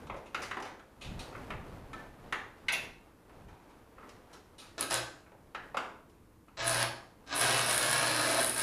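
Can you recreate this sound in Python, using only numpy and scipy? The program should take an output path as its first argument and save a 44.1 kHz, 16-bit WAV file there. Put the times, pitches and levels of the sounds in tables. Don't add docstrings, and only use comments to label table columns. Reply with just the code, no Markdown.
import sys
import numpy as np
from scipy import signal
from scipy.fft import rfft, irfft, next_fast_len
from scipy.io import wavfile

SR = 44100
rng = np.random.default_rng(int(sys.argv[2]) if len(sys.argv) > 2 else 0)


def bounce(signal):
    frames = np.transpose(np.atleast_2d(signal))
    limited = np.clip(frames, -1, 1)
    pcm = np.round(limited * 32767).astype(np.int16)
    wavfile.write(sys.argv[1], SR, pcm)


def voltage_ratio(level):
    return 10 ** (np.asarray(level, float) / 20)


N = 380141
TIME = np.arange(N) / SR

# (frequency [Hz], density [dB])
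RUMBLE_SPECTRUM = [(12, -17), (20, 0.5), (107, -1), (140, -2.5), (258, -7.5), (357, -24.5), (400, -17),
                   (520, -42), (880, -120)]
# (time of the top [s], level [dB], half length [s])
AIR_PUFFS = [(0.096, -52, 0.1), (0.583, -65, 0.19), (1.137, -43, .09), (1.717, -48, 0.35),
             (2.318, -62, 0.15), (2.748, -60, 0.21), (3.58, -69, 0.23), (6.02, -78, 0.067),
             (6.75, -54, 0.13), (7.42, -65, .1)]
# (frequency [Hz], density [dB])
SHUFFLE_SPECTRUM = [(150, -1.5), (400, 6), (1000, 0.5), (2500, -11.5), (6000, -23), (12000, -29.5)]
# (time [s], level [dB])
WELDER_MOVEMENT = [(0.0, -50.5), (0.29, -66), (0.4, -48.5), (0.56, -57), (0.82, -70), (1.2, -47.5),
                   (1.32, -53), (1.88, -52), (2.37, -57), (2.55, -61.5), (2.84, -49.5), (2.97, -63.5),
                   (3.29, -64.5), (4.15, -59), (5.36, -67), (5.6, -59), (5.78, -58), (6.0, -69),
                   (8.62, -60)]
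# (frequency [Hz], density [dB])
AIR_SPECTRUM = [(15, -32), (25, 10), (149, 1), (335, 8.5), (394, -5), (439, 6), (795, -25), (886, -4.5),
                (3160, -21.5), (14300, -24), (16000, -22)]
# (time [s], level [dB], body [Hz], thud against body [dB], bright edge against body [dB])
GEAR_TAPS = [(0.07, -34.5, 1050, -19, -16), (0.098, -24, 1110, -7.5, -36), (0.142, -31.5, 506, -18, -35),
             (0.346, -16, 1520, -13.5, -18), (0.512, -20.5, 1570, -10, -19), (0.57, -20.5, 850, -4.5, -28),
             (0.601, -30, 678, -10, -14), (0.625, -22.5, 587, -2, -14), (0.795, -37.5, 1160, -19, -19),
             (1.326, -37, 1100, -9, -41), (1.35, -31.5, 1250, -22, -44), (1.378, -43, 533, -17, -9),
             (1.505, -21, 1280, -4, -25), (1.932, -28, 1490, 5, -14), (2.325, -14, 1510, -10, -19.5),
             (3.295, -41, 630, -15, -27), (3.981, -39.5, 1220, -10, -56), (4.006, -47, 1050, -8, -26),
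             (4.029, -37.5, 1050, 3, -50), (4.092, -33, 496, -17, -7), (5.263, -46.5, 1230, -16, -41),
             (5.319, -40, 567, -9, -37), (5.548, -21.5, 1440, -8.5, -22), (5.745, -25.5, 705, -28, -31),
             (5.77, -14, 1240, -10.5, -19.5), (6.097, -45.5, 872, -5, -3), (6.482, -45.5, 1080, -13, -24)]
# (time [s], level [dB], body [Hz], hiss against body [dB], stroke [s])
SCUFF_STROKES = [(0.161, -42.5, 1290, -7, 0.014), (0.259, -46.5, 2370, -5.5, 0.012),
                 (0.419, -28, 1610, -5.5, 0.017), (0.649, -35, 1500, -12.5, 0.017),
                 (1.012, -30, 2850, -7, 0.031), (1.192, -26.5, 3750, -2.5, 0.022),
                 (2.722, -20.5, 4400, 10, 0.0074), (3.481, -42.5, 810, -19, 0.057),
                 (3.689, -53, 850, -15, 0.034), (4.33, -39.5, 1140, -3, 0.014),
                 (4.582, -33.5, 3960, 1.5, 0.029), (4.618, -41.5, 1120, -8, 0.041)]
# (frequency [Hz], level [dB], time to fall 60 dB [s])
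ROD_TONES = [(1306, -2, 0.087), (1550, -1, 0.08), (1764, 5.5, 0.1), (3960, -20, 0.066)]
# (time [s], ring [dB], crack [dB], thud against crack [dB], click against crack [dB])
BLOWS_ON_PIPE = [(2.684, -37, -16, -39, -18), (2.731, -42, -19, -14, -12)]
# (frequency [Hz], level [dB], time to fall 60 dB [s])
PIPE_TONES = [(1760, -5, .14), (1980, -5, .12), (2250, -7, .1), (2615, 0, .16), (2740, -1, .16),
              (3400, -2, .11), (3860, -11, .1), (6040, -16, .1)]
# (time [s], roar [dB], sizzle against roar [dB])
ARC_BURNINGS = [
    [(4.78, -36.5, -35), (4.81, -40, 10.5), (4.83, -29, -15)],
    [(4.9, -39, -1), (4.912, -27.5, -8), (4.94, -30, -3), (5.0, -38.5, -20)],
    [(6.57, -42.5, -46), (6.602, -32, -54), (6.62, -34, -23), (6.68, -33.5, 4.5), (6.756, -31.5, -8.5),
     (6.83, -28, -6.5)],
    [(7.265, -54, -19), (7.335, -31.5, -31), (7.36, -35.5, 5), (7.385, -33, 2), (7.41, -25, -5),
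     (7.46, -26.5, -5.5), (7.54, -28.5, -7), (7.641, -29.5, -5.5), (7.759, -32.5, 1.5),
     (7.969, -28.5, -6.5), (8.3, -30.5, -4.5), (8.4, -30, -3.5), (8.527, -43, 9.5), (8.62, -28.5, -4.5)],
]
BOOM_LEVELS = [-22, -7, -9.5, -7]
HUM_LEVELS = [-37, -42, -39, -49]
UNEQUAL_LEVELS = [-72, -57, -57, -79]
# (frequency [Hz], density [dB])
ROAR_SPECTRUM = [(82, -41), (140, 9), (180, -7), (300, 6.5), (450, -2.5), (653, 2.5), (711, -3), (1450, -6),
                 (1600, 0.5), (2030, -9.5), (4000, -10), (8000, -16.5), (10400, -80), (17600, -120)]
# (frequency [Hz], width [Hz], boost [dB])
PIPE_UNDER_ARC = [(252, 94, 17.5), (654, 8, 4.5), (1238, 270, 3), (1550, 300, -1), (2230, 100, 3),
                  (2627, 160, 4), (4046, 420, 5.5), (5220, 530, 6)]
# (frequency [Hz], density [dB])
SIZZLE_SPECTRUM = [(5000, -12), (7000, -15), (8500, -5.5), (10000, 1.5), (11200, -12), (12300, -17),
                   (13500, -26), (15500, -16.5)]
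# (time [s], level [dB], snap against body [dB])
BURSTING_DROPS = [(4.783, -23, -13), (4.809, -15, 0), (4.908, -15, -3), (4.9425, -6, 2), (6.574, -25, -27),
                  (6.604, -17, -23), (6.695, -14, 3), (6.819, -14, -3), (7.276, -31, -23),
                  (7.327, -18, -23), (7.509, -9, -3), (7.527, -10, -2), (7.572, -11, 1), (7.594, -11, 1),
                  (7.710, -9, 4), (7.779, -12, 2), (7.828, -8, 4), (7.861, -14, 0), (7.962, -14, -1),
                  (8.079, -13, 1), (8.327, -14, 1), (8.445, -16, 1)]
# (frequency [Hz], time to fall 60 dB [s])
SHOP_RING_TIMES = [(120, 0.68), (400, 0.69), (1000, 0.56), (2800, 0.43), (7000, 0.48), (12000, 0.33)]
# (frequency [Hz], level [dB])
ECHO_SPECTRUM = [(200, -0.5), (2000, 1.5), (6000, -4.5), (10000, -12.5), (13000, -6), (15000, -1.5)]
# (frequency [Hz], width [Hz], boost [dB])
MICROPHONE_PORT = [(10790, 2520, 3.5)]

MAINS_HZ = 59.96
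STRONG_HALF_S = 8.0131


def rms_one(x):
    return x / np.sqrt(np.mean(x ** 2) + 1e-20)


def at_hz(points, hz):
    point_hz, point_db = np.array(points)[:, :2].T
    return np.interp(np.log(hz + 1), np.log(point_hz), point_db)


def colour(x, spectrum, peaks=()):
    size = next_fast_len(len(x) + 4096)
    hz = np.arange(4097) * SR / 8192
    bumps = sum(boost_db / (1 + (2 * (hz - peak_hz) / width_hz) ** 2) for peak_hz, width_hz, boost_db in peaks)
    cepstrum = irfft(np.log(voltage_ratio(at_hz(spectrum, hz) + bumps)))
    cepstrum[1:4096] *= 2
    cepstrum[4097:] = 0
    response = irfft(np.exp(rfft(cepstrum)))[:4096]
    return irfft(rfft(x, size) * rfft(response, size), size)[:len(x)]


def drift(rate):
    knots = rng.standard_normal(400)
    return np.interp(TIME * rate % 399, np.arange(400), knots)


def grains(per_s, spread_db, inward_share):
    sizes = voltage_ratio(spread_db * np.minimum(rng.exponential(1, N), 5))
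    signs = np.sign(rng.random(N) - inward_share)
    return rms_one(sizes * signs * (rng.random(N) < per_s / SR))


def low_puffs():
    level = voltage_ratio(-65.5)
    for s, db, half_s in AIR_PUFFS:
        level = level + voltage_ratio(db) * np.exp(-((TIME - s) / half_s) ** 2)
    rumble = rms_one(colour(rng.standard_normal(N), RUMBLE_SPECTRUM))
    return rumble * level * voltage_ratio(3.0 * drift(12))


def shuffling():
    level_db = np.interp(TIME, *np.transpose(WELDER_MOVEMENT)) + 2.38 * drift(12)
    rustle = grains(4000, spread_db=1.5, inward_share=.5)
    return rms_one(colour(rustle, SHUFFLE_SPECTRUM)) * voltage_ratio(level_db)


def background():
    still_air = voltage_ratio(-63.5) * rms_one(colour(rng.standard_normal(N), AIR_SPECTRUM))
    return low_puffs() + shuffling() + still_air


def contacts(rows, sharpness, gritty_db, tick_db):
    length = 12000
    out, t = np.zeros(N + length), np.arange(length) / SR
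    for s, db, hz, thud_db, edge_db, fade_s in rows:
        grit = voltage_ratio(gritty_db * rng.exponential(1, length))
        fade = np.exp(-(t / max(fade_s, .0005)) ** sharpness)
        burst = rng.standard_normal(length) * grit * fade
        burst[0] = voltage_ratio(tick_db)
        thud = [(60, thud_db - 14), (350, thud_db + 6)]
        body = [(hz * .5, -6), (hz * .8, -1), (hz * 1.05, 2), (hz * 1.3, -1), (hz * 2.1, -8)]
        edge = [(max(hz * 2.2, 5500), edge_db), (10000, edge_db - 6), (13000, edge_db - 22.5)]
        burst = colour(burst, sorted(thud + body + edge))
        out[round(s * SR):][:length] += voltage_ratio(db - 2.5) * burst / abs(burst).max()
    return out[:N]


def gear_taps():
    rows = [(*row, .002) for row in GEAR_TAPS]
    return contacts(rows, sharpness=1, gritty_db=0, tick_db=24)


def scuffs():
    thud_db = -11
    rows = [(s, db, hz, thud_db, hiss_db, stroke_s) for s, db, hz, hiss_db, stroke_s in SCUFF_STROKES]
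    return contacts(rows, sharpness=0.71, gritty_db=3.0, tick_db=7)


def ring(tones, blows):
    out = np.zeros(N)
    for hz, tone_db, t60 in tones:
        clicks = np.zeros(N) + 1e-18
        for s, db in blows:
            clicks[round(s * SR)] = voltage_ratio(db + tone_db + rng.normal(0, 1.5))
        r, w = voltage_ratio(-60 / (t60 * SR)), 2 * np.pi * hz / SR
        out += signal.lfilter([0, np.sin(w)], [1, -2 * r * np.cos(w), r * r], clicks)
    return out


def rod_clink():
    return ring(ROD_TONES, [(1.931, -48.5)])


def pipe():
    crack_hz, contact_s = 2300, .004
    cracks = [(s, db, crack_hz, thud_db, click_db, contact_s) for s, _, db, thud_db, click_db in BLOWS_ON_PIPE]
    crack = contacts(cracks, sharpness=1.0, gritty_db=-1.5, tick_db=12.0)
    return ring(PIPE_TONES, [blow[:2] for blow in BLOWS_ON_PIPE]) + crack


def half_waves(weak_db, width, uneven_db):
    cycles = (TIME - STRONG_HALF_S) * MAINS_HZ + 600.25
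    half = (2 * cycles).astype(int)
    flare = np.exp(-((cycles % .5 - .25) / width) ** 2)
    uneven = uneven_db * rng.standard_normal(half.max() + 1)[half]
    return flare * voltage_ratio(np.where(half % 2, weak_db, 0) + uneven)


def burning_levels():
    roar, boom, sizzle, hum, unequal = np.zeros((5, N))
    for rows, boom_db, hum_db, unequal_db in zip(ARC_BURNINGS, BOOM_LEVELS, HUM_LEVELS, UNEQUAL_LEVELS):
        s, roar_db, sizzle_db = np.transpose(rows)
        burning = (TIME >= s[0]) & (TIME <= s[-1])
        roar_now_db = np.interp(TIME, s, roar_db)
        roar += burning * voltage_ratio(roar_now_db)
        sag_db = 2 * (TIME - s[0])
        boom += burning * voltage_ratio(roar_now_db + boom_db - sag_db)
        sizzle += burning * voltage_ratio(np.interp(TIME, s, roar_db + sizzle_db))
        loaded = np.clip((TIME - s[0]) / 0.019, 0, 1)
        gap_db = 0.27 * np.interp(TIME, s, np.clip(sizzle_db + 7, 0, None))
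        hum += burning * loaded * voltage_ratio(hum_db + 1.23 * (roar_now_db + 30) - gap_db)
        unequal += burning * loaded * voltage_ratio(unequal_db)
    return roar, boom, sizzle, hum, unequal


def plasma_roar(roar, boom, flares):
    bursts = grains(6000, spread_db=3.5, inward_share=.7) * (1 + voltage_ratio(-1.5) * flares)
    plasma = colour(bursts, ROAR_SPECTRUM, PIPE_UNDER_ARC)
    low = signal.sosfilt(signal.butter(2, 500, fs=SR, output="sos"), plasma)
    mid = signal.sosfilt(signal.butter(2, 500, "high", fs=SR, output="sos"), plasma)
    return rms_one(low) * boom * voltage_ratio(2.0 * drift(9)) + rms_one(mid) * roar * voltage_ratio(1.24 * drift(30))


def spitting_sizzle(level, flares):
    split_hz = 12900
    spit = grains(12000, spread_db=3.0, inward_share=.5)
    strong, weak = rms_one(spit * (1 + voltage_ratio(14) * flares)), rms_one(spit * (1 + voltage_ratio(3) * flares))
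    strong = signal.sosfilt(signal.butter(4, split_hz, fs=SR, output="sos"), strong)
    weak = signal.sosfilt(signal.butter(4, split_hz, "high", fs=SR, output="sos"), weak)
    return rms_one(colour(strong + weak, SIZZLE_SPECTRUM)) * level * voltage_ratio(1.25 * drift(46))


def drop_pops():
    rows = [(s, db, 3000, -14, snap_db, .0006) for s, db, snap_db in BURSTING_DROPS]
    return contacts(rows, sharpness=1.0, gritty_db=0, tick_db=12)


def transformer_hum(level):
    hum = np.sqrt(2) * level * voltage_ratio(2.2 * drift(20)) * np.sin(4 * np.pi * MAINS_HZ * TIME)
    fade = voltage_ratio(-60 / (.45 * SR))
    turn = np.exp(4j * np.pi * MAINS_HZ / SR)
    return 2 * signal.lfilter([1 - fade], [1, -fade * turn], hum).real


def arc():
    roar, boom, sizzle, hum, unequal = burning_levels()
    flares = half_waves(weak_db=-8.5, width=.115, uneven_db=3.0)
    mains = 2 * np.pi * MAINS_HZ * TIME
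    tones = np.sqrt(2) * (unequal * np.sin(mains) + hum * voltage_ratio(-18) * np.sin(6 * mains))
    burning = plasma_roar(roar, boom, flares) + spitting_sizzle(sizzle, flares) + tones + drop_pops()
    return burning, transformer_hum(hum)


def shop(x, wet_db, near_db):
    t, echoes = np.arange(SR) / SR, 0
    edges = 60 * 2 ** np.arange(0, 8.5, .7)
    near = 1 + voltage_ratio(near_db) * np.exp(-t / .006)
    onset = (1 - np.exp(-t / .001)) * near
    angle = 3.5 * TIME
    for place in (np.cos(angle), np.sin(angle)):
        tail = 0
        for low, high in zip(edges, edges[1:]):
            hz = np.sqrt(low * high)
            band_filter = signal.butter(2, [low, high], "band", fs=SR, output="sos")
            band = signal.sosfilt(band_filter, rng.standard_normal(SR))
            band = band * voltage_ratio(-60 * t / at_hz(SHOP_RING_TIMES, hz)) * onset
            even_share = np.sqrt((high - low) / np.sum(band ** 2) * 2 / SR)
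            tail = tail + band * voltage_ratio(at_hz(ECHO_SPECTRUM, hz)) * even_share
        echoes = echoes + signal.fftconvolve(x * place, tail)[:N]
    return (x + voltage_ratio(wet_db) * echoes) / np.sqrt(1 + voltage_ratio(2 * wet_db))


def scene():
    burning, hum = arc()
    handling = gear_taps() + scuffs() + pipe() + rod_clink()
    heard = shop(burning, wet_db=3.0, near_db=-21) + shop(voltage_ratio(6.5) * handling, wet_db=12.5, near_db=5.5)
    return (heard + hum + background())[None]


def top_cut(x):
    return signal.sosfilt(signal.butter(12, 16130, fs=SR, output="sos"), x)


def record(dry):
    heard = colour(dry[0], [(20, 0), (20000, 0.023)], MICROPHONE_PORT)[None]
    cut = signal.sosfilt(signal.cheby2(12, 70, 16200, fs=SR, output="sos"), heard)
    return top_cut(cut)


dry = scene()
out = record(dry)
bounce(out)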